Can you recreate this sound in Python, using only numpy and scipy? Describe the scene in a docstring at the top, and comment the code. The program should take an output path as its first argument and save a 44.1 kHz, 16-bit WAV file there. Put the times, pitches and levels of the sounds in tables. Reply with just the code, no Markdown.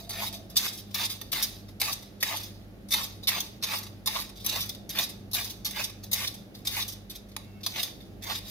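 """A steel swivel peeler shaves an apple on a stone worktop, close to a two-port microphone.
Each stroke tears fruit cells: random impulses excite the resonances of blade and hollow-sounding apple.
The loose blade chatters in its pivots (short swarms of contacts) and rustles with wet peel between cuts.
A faint whistle and an early drone pass; a fridge hums, its motor beating against the mains, over room noise.
"""
import sys
import numpy as np
from scipy import signal
from scipy.fft import rfft, irfft, next_fast_len
from scipy.io import wavfile
from scipy.ndimage import uniform_filter1d, map_coordinates

SR = 44100
rng = np.random.default_rng(int(sys.argv[2]) if len(sys.argv) > 2 else 0)


def to_wav(sig):
    """Store sig (one row per channel, or 1-D mono) as 16-bit WAV at the path in sys.argv[1].

    Samples outside -1..1 are clipped; the rate is SR.
    """
    pcm = np.clip(np.atleast_2d(sig), -1, 1) * 32767
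    pcm = np.round(pcm).astype(np.int16)
    wavfile.write(sys.argv[1], SR, pcm.T)  # frames by channels


def ratio(d):
    """dB to gain"""
    e = np.asarray(d, float) / 20
    return 10 ** e


N = 374850

# Apple and hand resonances, the three low ones first.
# Each row: centre in Hz, width in Hz, peak gain in dB (relative).
APPLE_MODES = [(720, 198, -8.5), (871, 38, 0.5), (1135, 170, -5), (1483, 200, -9.5), (1800, 250, -6),
               (2053, 184, -1.5), (2537, 750, -5.5)]


def unit(x):
    """Scaled to rms 1."""
    return x / np.sqrt(np.mean(x ** 2) + 1e-20)


def along(points, hz):
    """(Hz, value) points interpolated on a log frequency axis."""
    point_hz, value = np.transpose(points)
    return np.interp(np.log(hz + 1), np.log(point_hz + 1), value)


def wobble(rate_hz):
    """A smooth random curve with rate_hz knots a second."""
    knots = rng.standard_normal(int(N * rate_hz / SR) + 4)
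    return map_coordinates(knots, [np.arange(N) * rate_hz / SR])


def filtered(x, response):
    """x times a complex response of frequency."""
    size = next_fast_len(N + SR // 2)
    spectrum = rfft(x, size) * response(np.fft.rfftfreq(size, 1 / SR))
    return irfft(spectrum, size)[..., :N]


def resonant(x, modes):
    """x through parallel causal second-order resonances of alternating sign."""
    def response(f):
        total = 0
        for k, (centre_hz, width_hz, db) in enumerate(modes):
            damping = 1j * f * width_hz
            total = total + (-1) ** k * ratio(db) * damping / (centre_hz ** 2 - f * f + damping)
        return total
    return filtered(x, response)


def grit(rate_hz, scatter_db):
    """Dense random impulses of uneven size, rms 1."""
    struck = rng.random(N) < rate_hz / SR
    size = ratio(scatter_db * np.minimum(rng.exponential(size=N), 5))
    return unit(struck * rng.standard_normal(N) * size)


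def strokes():
    """Gains of blade, deep and crisp flesh from cuts and rustles; smoothed 0-1 mark of the cutting."""
    # Peeling cuts. Each row: edge enters, deepest, edge leaves in seconds; blade scrape on entry and
    # at the deepest in dB; deep and crisp flesh over the blade at the deepest in dB.
    cuts = [(.13, 0.23, 0.29, -42, -32.5, -5, -5.5), (0.581, 0.665, .69, -36, -30, -11.5, -6.5),
            (0.953, 1.039, 1.066, -37.5, -29.5, -7, -5), (1.332, 1.414, 1.448, -32, -31.5, -9.5, -5),
            (1.827, 1.9, 1.937, -32, -32.5, -5, -5.5), (2.238, 2.344, 2.373, -34, -34.5, -5.5, -3),
            (2.935, 3.015, 3.03, -32.5, -35, -0.5, -5), (3.295, 3.385, 3.4, -34, -35.5, -3.5, -2),
            (3.654, 3.747, 3.778, -40.5, -31.5, -3.5, -2.5), (4.087, 4.174, 4.223, -38.5, -36, -4, -3),
            (4.476, 4.59, 4.615, -36, -33.5, -5, -4.5), (4.918, 4.995, 5.043, -47.5, -30, -5, -2.5),
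            (5.354, 5.42, 5.44, -30.5, -34.5, -10, -4.5), (5.735, 5.805, 5.84, -48, -32.5, -8, -2),
            (6.15, 6.245, 6.27, -35, -34, -10, -4), (6.69, 6.79, 6.825, -39, -31, -8, -3.5),
            (7.725, 7.798, 7.825, -46.5, -33.5, -10, -1.5), (8.227, 8.302, 8.39, -49.5, -35.5, -7, -0.5)]
    # Loose blade and wet peel, each until the next cut.
    # Each row: start in seconds, level in dB, fade in dB per second (negative grows).
    rustles = [(0, -44, 185), (.115, -40, 300), (.335, -41, 195), (.5, -53, 98), (.7, -43, 90),
               (.915, -49.5, 500), (1.1, -36.5, 200), (1.21, -53, 150), (1.45, -39.5, 133),
               (1.689, -50.5, 500), (1.95, -50, 80), (2.4, -42, 110), (3.045, -42, 124), (3.235, -44, 503),
               (3.41, -40, 134), (3.8, -47, 118), (4.22, -40, 188), (4.365, -53.5, -27),
               (4.625, -39.5, 203), (4.69, -52, 160), (4.905, -38, 600), (5.025, -41, 131),
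               (5.46, -41, 147), (5.661, -33, 230), (5.855, -45, 153), (6.035, -48, 350), (6.285, -42, 146),
               (6.549, -48.5, 190), (6.83, -40, 300), (6.89, -42, 200), (7.11, -42, 400),
               (7.155, -48.5, 390), (7.32, -58, 497), (7.375, -62, 60), (7.675, -37, 185),
               (7.846, -35, 200), (8.01, -59.5, 103), (8.4, -56.5, -150)]
    enter_s, leave_s, swing_db = 0.015, 0.012, 22  # ramps outside a cut, and their depth
    leaving_db = -2.5  # blade as the edge leaves, over the deepest point
    # flesh share on entry and exit, over its share at the deepest point
    deep_entry_db, deep_exit_db = -7, -17.5
    crisp_entry_db, crisp_exit_db = -0.5, -14.5
    rustle_rise_s, uneven_db = 0.009, 1.5 * wobble(30)
    rustle_share_db = [[0], [-16.5], [-13]]  # blade, deep, crisp

    t = np.arange(N) / SR
    gains, cutting = np.zeros((3, N)), np.zeros(N)
    for enter, deepest, leave, entry_db, full_db, deep_db, crisp_db in cuts:
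        now = slice(round((enter - enter_s) * SR), round((leave + leave_s) * SR))
        knots_s = [enter - enter_s, enter, deepest, leave, leave + leave_s]
        exit_db = full_db + leaving_db

        def shape(a, b, c):
            return np.interp(t[now], knots_s, [a - swing_db, a, b, c, c - swing_db])
        blade = shape(entry_db, full_db, exit_db)
        deep = shape(entry_db + deep_db + deep_entry_db, full_db + deep_db,
                     exit_db + deep_db + deep_exit_db)
        crisp = shape(entry_db + crisp_db + crisp_entry_db, full_db + crisp_db,
                      exit_db + crisp_db + crisp_exit_db)
        gains[:, now] += ratio([blade, deep, crisp])
        cutting[round(enter * SR):round(deepest * SR)] = 1

    for start, db, fade in rustles:
        stop = min([cut[0] for cut in cuts if cut[0] > start] + [N / SR])
        now = slice(round(max(start - rustle_rise_s, 0) * SR), round(stop * SR))
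        rise = np.clip(1 + (t[now] - start) / rustle_rise_s, 0, 1)
        level = rise * ratio(db - fade * (t[now] - start) + uneven_db[now])
        gains[:, now] += level * ratio(rustle_share_db)
    return gains, uniform_filter1d(cutting, size=SR // 25)


def steel(force, hiss_db):
    """A force rings the blade; the contact also hisses, from its own random pattern of points."""
    # Blade and frame resonances. Each row: centre in Hz, width in Hz, peak gain in dB (relative).
    blade_modes = [(3593, 200, 3), (3873, 81, 2), (4220, 200, -9.5), (4870, 200, -1.5), (5120, 430, -14.5),
                   (6190, 140, 1), (9340, 370, -18), (10440, 150, -11.5), (11610, 210, -1.5),
                   (14000, 300, -4.5), (15160, 520, -2)]
    # Hiss of tearing cells. Each row: frequency in Hz, density in dB per Hz (relative).
    hiss_spectrum = [(1290, -54.5), (2200, -14), (2920, -10.5), (3710, 3), (4310, -3), (4800, 1),
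                     (6260, -8), (7710, -14.5), (11500, -6.5), (15000, -10), (16000, -48)]

    def colour(hz):
        return ratio(along(hiss_spectrum, hz))
    hiss = filtered(force * rng.choice([-1, 1], N), colour)
    impulse = np.eye(1, N)[0]
    scale = np.std(resonant(impulse, blade_modes)) / np.std(filtered(impulse, colour))
    return resonant(force, blade_modes) + ratio(hiss_db) * scale * hiss


def scrape():
    """Cells burst under the edge in clumps; the flesh answers lower than the steel."""
    (blade_gain, deep_gain, crisp_gain), cutting = strokes()
    slip_db = 1.03 * wobble(150)  # the edge catches and lets go
    blade = unit(steel(grit(14000, scatter_db=1.46) * ratio(slip_db), hiss_db=3))
    tearing = grit(4000, scatter_db=0.86) * ratio(slip_db + 1.3 * wobble(45))
    deep = unit(resonant(tearing, APPLE_MODES[:3]))
    crisp = unit(resonant(tearing, APPLE_MODES[3:]))
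    cut = blade_gain * blade + deep_gain * deep - crisp_gain * crisp
    cut_pan_db, free_pan_db = -0.1, -1.5  # left over right, on and off the apple
    return cut, free_pan_db + (cut_pan_db - free_pan_db) * cutting


def chatter():
    """Each jolt is a swarm of metal contacts with a knock in the fruit; the point hit sets the colour."""
    # Each row: start in seconds, low blade modes in dB, apple knock over them in dB,
    # treble over them in dB, length in seconds.
    jolts = [(0.092, -39, -8.5, 3.5, .014), (0.104, -38.5, -6, 1, .014), (0.3256, -46, -6, 5, 0.013),
             (0.34, -41, -14, 0.5, .013), (0.498, -52, -12, 4, .016), (0.557, -33, -8, 1, 0.012),
             (0.566, -20.5, -22, .5, 0.02), (.6309, -39, -8, -9, 0.021), (.7254, -44.5, -21, 2.5, 0.035),
             (0.773, -44.5, -20, 0.5, 0.035), (0.943, -26.5, -14, -3, 0.016), (0.992, -36, -2, -3, 0.028),
             (1.0489, -35, -22, 4, .0127), (1.102, -42.5, -20, 4.5, 0.042), (1.2133, -42.5, -2, 4.5, .007),
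             (1.3174, -31, -17, 0, 0.0089), (1.3283, -29.5, -5, 1.5, 0.0079), (1.4245, -32, -25, 7.5, .02),
             (1.686, -56.5, 0, -2, .0099), (1.799, -34, -13, 3, .019), (1.8137, -22.5, -4, -1.5, 0.0067),
             (1.9265, -28, -19, 1.5, 0.011), (2.023, -47, -7, -2, .013), (2.203, -42, -13, 1, 0.044),
             (2.2266, -27.5, 4.5, 5, 0.0094), (2.362, -37, -18, 1, 0.03), (2.4303, -41, -15, -1, 0.021),
             (2.8856, -48, -13, 1, 0.017), (2.9064, -32, -14, 0, .012), (2.917, -23.5, -16, -3, 0.0076),
             (2.9224, -26, -10.5, -2.5, 0.023), (2.937, -23.5, -5, -1, 0.01), (2.974, -33, -3, -11, .024),
             (3.03, -31, -20, -2, .022), (3.2334, -42.5, -21, -8, 0.016), (3.2718, -21.5, -10, -3, .014),
             (3.2826, -21.5, -5, 1.5, 0.011), (3.4016, -28, -25, -1.5, 0.014), (3.615, -54, -6, -2, .012),
             (3.624, -32, -8, -1.5, 0.014), (3.635, -25.5, -14, -2, 0.016), (3.783, -37.5, -10, 5.5, .0111),
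             (3.828, -47, -12, 4, 0.016), (3.8654, -45, -7, -6, .012), (4.059, -29, -11.5, 1, .016),
             (4.072, -25.5, -7, -5.5, 0.013), (4.15, -34, -2, -14, 0.019), (4.2, -37.5, -12, 0, 0.012),
             (4.2915, -43, -9, -4, 0.012), (4.356, -50, -20, -6, .012), (4.3714, -47, -25, -3, .0117),
             (4.3984, -49, -22, -2, 0.027), (4.4433, -36.5, -8, 1, 0.021), (4.4617, -28.5, -17, 3.5, 0.01),
             (4.4925, -27, -26, -2.5, 0.01), (4.555, -33, -2.5, -9, 0.028), (4.605, -34, -20, 1, 0.03),
             (4.6554, -43, -17, 0, 0.019), (4.692, -29.5, -21, -3, 0.011), (4.748, -41.5, -16, -5, .0091),
             (4.8915, -39.5, -10, 3.5, 0.022), (4.949, -39, 0.5, -14, 0.033),
             (4.987, -23, -10.5, -3, .0095), (5.034, -34, -15, .5, 0.011), (5.088, -43, -8, 2, 0.023),
             (5.312, -43, -20, -1, .018), (5.3322, -29, -16, -0.5, .0075), (5.341, -27, -17, -0.5, 0.022),
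             (5.4439, -35.5, -13, 2, 0.017), (5.495, -40, -19, 2.5, 0.025),
             (5.6468, -29.5, -18, -1.5, 0.018), (5.7086, -37.5, -7.5, 0.5, 0.0084),
             (5.76, -38, 1.5, -8, 0.03), (5.838, -31.5, -24, .5, 0.018), (5.898, -48, -9, 2, 0.0084),
             (6.036, -45, -20, 3.5, 0.012), (6.113, -33, -12.5, 0.5, .018), (6.1297, -23, -15, 0.5, 0.015),
             (6.273, -27.5, -19, -2, 0.0097), (6.34, -44, -9, 1, 0.015), (6.55, -44, -27, -4, 0.0083),
             (6.649, -37.5, -10.5, 0, 0.038), (6.671, -26.5, -15, -3, 0.01), (6.823, -34, -11, -7, .012),
             (6.878, -39, -21, 2, 0.029), (6.92, -44, -20, 1, .02), (7.0965, -39, -30, -4, .02),
             (7.156, -45, -15, 1.5, 0.014), (7.286, -58, -8, 0, .019), (7.3645, -34, -7, 0.5, .0045),
             (7.4386, -57, -10, -7, .02), (7.606, -56, -3, -6, .0149), (7.632, -38, -22, -5, 0.028),
             (7.6626, -25.5, -11.5, -3.5, 0.0097), (7.7567, -36.5, -1, -10, 0.024),
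             (7.7791, -35, -7, -13, 0.038), (7.829, -26, -15, -3.5, 0.012), (8.001, -51.5, -7, -11, .0148),
             (8.221, -45, -14, -2, 0.017), (8.236, -41, -11, 2, 0.013), (8.265, -40.5, -.5, -9, .024),
             (8.295, -35.5, 0, -20, 0.036), (8.35, -37, -10, -9, .0142)]
    attack_share = 0.025  # rise time constant over length
    first_touch_db, sharp_s = 10.5, 0.0079  # first contact stands out, the more the shorter the jolt
    bands_hz = [(2200, 5120), (5400, 6740), (7400, 14500)]  # low modes, upper ring, treble

    t = np.arange(SR // 10) / SR
    force = np.zeros((4, N + len(t)))
    for start, db, knock_db, treble_db, length in jolts:
        # the upper ring follows the treble; contact with the apple damps it
        ring_db = -4 + 0.9 * treble_db - 0.12 * (knock_db + 10)
        decay = np.exp(-(t / np.clip(length, 0.002, 0.04)) ** 2.66)
        shape = decay * (1 - np.exp(-t / (attack_share * length)))
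        first_touch = np.exp(-(length / sharp_s) ** 2 - t / 0.00066)
        shape = shape * (1 + ratio(first_touch_db) * first_touch)
        part_db = db + np.array([[knock_db], [0], [ring_db], [treble_db]])
        force[:, round(start * SR):][:, :len(t)] += ratio(part_db) * shape

    contacts = grit(12000, scatter_db=0.84)
    out = resonant(force[0, :N] * contacts, APPLE_MODES) / np.std(resonant(contacts, APPLE_MODES))
    for push, edges_hz in zip(force[1:, :N], bands_hz):
        band = signal.butter(2, edges_hz, "band", fs=SR, output="sos")

        def ring(x):
            return signal.sosfilt(band, steel(x, hiss_db=-1.0))
        out = out + ring(push * contacts) / np.std(ring(contacts))
    return out


def echoes(t60_s, length_s, count):
    """Random decaying responses of energy 1, count of them for each port."""
    noise = rng.standard_normal((count, 2, round(length_s * SR)))
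    hz, t, z = signal.stft(noise, SR, nperseg=64)
    tail = signal.istft(z * ratio(-60 * t / t60_s(hz)[:, None]), SR, nperseg=64)[1]
    return tail / np.linalg.norm(tail, axis=-1, keepdims=True)


def kitchen(x, pan_db):
    """Moving hands and the worktop scatter the sound ever anew into each port; the walls answer later."""
    # Each row: frequency in Hz, reverberation time t60 in seconds.
    wall_t60 = [(500, 0.48), (3000, 0.43), (8000, 0.38), (15000, 0.17)]
    hop = 2048
    count = N // hop + 2
    near = ratio(-2) * echoes(lambda hz: 0.025 + 0 * hz, 0.02, count=count)
    # direct sound: the moving hand is nearer one port than the other
    lag_samples = rng.integers(0, 9, size=count)
    near[:, 0, 1] += ratio(-4.5)
    near[np.arange(count), 1, lag_samples] += ratio(-4.5)
    far = echoes(lambda hz: along(wall_t60, hz), 0.45, count=8)
    far = np.pad(far, ((0, 0), (0, 0), (250, 0)))  # delay in samples

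    padded = np.pad(x, (hop, 3 * hop))
    fade = np.sin(np.pi * np.arange(2 * hop) / (2 * hop)) ** 1.49
    close, walls = np.zeros((2, 2, N + SR))
    for k in range(count):
        piece = (padded[k * hop:][:2 * hop] * fade)[None]
        for out, response in (close, near[k]), (walls, far[k % 8]):
            answer = signal.fftconvolve(piece, response, axes=1)
            out[:, k * hop:][:, :answer.shape[1]] += answer
    pan = ratio(np.array([[0.5], [-0.5]]) * pan_db)
    return pan * close[:, hop:][:, :N] + ratio(-11.0) * walls[:, hop:][:, :N]


def whistle():
    """Two thin, slightly unsteady tones while the apple is turned."""
    # Each row: frequency in Hz, relative level in dB.
    partials = [(2200, -6), (2680, -4)]
    # Each row: time in seconds, level in dB.
    envelope = [(7.4, -95), (7.43, -67.5), (7.53, -68), (7.62, -66), (7.65, -95)]
    tones = np.zeros(N)
    for hz, db in partials:
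        level = ratio(db + 3 * wobble(40))
        phase = 2 * np.pi * np.cumsum(hz * (1 + 0.014 * wobble(100))) / SR
        tones += level * np.sin(phase)
    time_s, level_db = np.transpose(envelope)
    return ratio(np.interp(np.arange(N) / SR, time_s, level_db, -200, -200)) * unit(tones)


def drone():
    """A narrow band of noise, twice through a resonance, that fades away early."""
    # Each row: centre in Hz, width in Hz, relative gain in dB.
    drone_modes = [(672, 49, 0)]
    # Each row: time in seconds, level in dB.
    envelope = [(0, -62), (.15, -51.5), (.45, -57), (.56, -68), (.7, -91)]
    narrow = resonant(resonant(rng.standard_normal(N), drone_modes), drone_modes)
    time_s, level_db = np.transpose(envelope)
    return ratio(np.interp(np.arange(N) / SR, time_s, level_db, right=-200)) * unit(narrow)


def rush(spectrum):
    """Stereo noise of rms 1, alike in the bass: mid and side shares set the port correlation."""
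    # Each row: frequency in Hz, left-right correlation.
    likeness = [(60, 0.96), (150, 0.89), (380, 0.67), (950, 0.33), (2380, -0.48), (5980, 0.28),
                (15000, 0.01)]

    def response(hz):
        angle = np.arccos(np.clip(along(likeness, hz), -1, 1)) / 2
        return ratio(along(spectrum, hz)) * [np.cos(angle), np.sin(angle)]
    mid, side = filtered(rng.standard_normal((2, N)), response)
    return unit(np.array([mid + side, mid - side]))


def fridge():
    """Mains and motor tones, close pairs beating, over the rumble and hiss of the room."""
    # Each row: frequency in Hz, relative level in dB, time in seconds at which a pair swells.
    hum = [(48.68, -60, .1), (49.4, -62, .1), (98.81, -58, .25), (100.18, -53, .25), (200.34, -57, 0),
           (300.52, -69, 0), (304.32, -70, 0), (400.7, -68, 0)]
    # Steady kitchen noise. Each row: frequency in Hz, density in dB per Hz (relative).
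    rumble_spectrum = [(25, -23.5), (35, -6.5), (47, -7), (62, -1), (85, -7.5), (120, -0.5), (150, -8.5),
                       (178, -2), (205, 1), (240, -7), (320, -6.5), (450, -12.5), (620, -12.5),
                       (900, -22.5)]
    # Each row: frequency in Hz, density in dB per Hz (relative).
    hiss_spectrum = [(470, -18.5), (800, -4.5), (953, -39.5), (1050, -8), (1260, -8.5), (1740, -9.5),
                     (4860, -16), (7000, -22.5), (8030, -29), (11100, -19.5), (16000, -21.5)]
    t = np.arange(N) / SR
    lead_rad = np.array([[0.17], [-0.17]])  # ports at different points of the standing waves
    tones = np.zeros((2, N))
    for hz, db, swell_s in hum:
        tones += np.sqrt(2) * ratio(db) * np.cos(2 * np.pi * hz * (t - swell_s) + lead_rad)
    rumble = rush([(12, -63.5)] + rumble_spectrum + [(1500, -60.0)])
    rumble = ratio(-49.5 + 1.0 * wobble(3.0)) * rumble
    return ratio(0.33) * tones + rumble + ratio(-61.5) * rush(hiss_spectrum)


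def scene():
    """Peeler in the kitchen, over whistle, drone and fridge."""
    cut, pan_db = scrape()
    peeler = kitchen(cut + chatter(), pan_db)
    return peeler + whistle() * ratio([[-1.5], [1.5]]) + drone() + fridge()


def band_limit(x):
    """A steep low-pass at the top of the band."""
    return signal.sosfilt(signal.butter(12, 17000, fs=SR, output="sos"), x)


def record(dry):
    """Each port has its own colour; a steep low-pass limits the band."""
    # Each row: frequency in Hz, left over right in dB.
    port_balance = [(60, -1.5), (120, 0), (240, -1), (480, -2.5), (950, -2), (1890, -2.0), (3770, -1),
                    (7520, -3), (15000, 4.5)]
    top_hz = 15700

    def colour(hz):
        port_db = np.array([[0.5], [-0.5]]) * along(port_balance, hz)
        return ratio(port_db) / (1 + (hz / top_hz) ** 60)
    mix = filtered(dry, colour)
    return band_limit(mix)


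dry = scene()
out = record(dry)
to_wav(out)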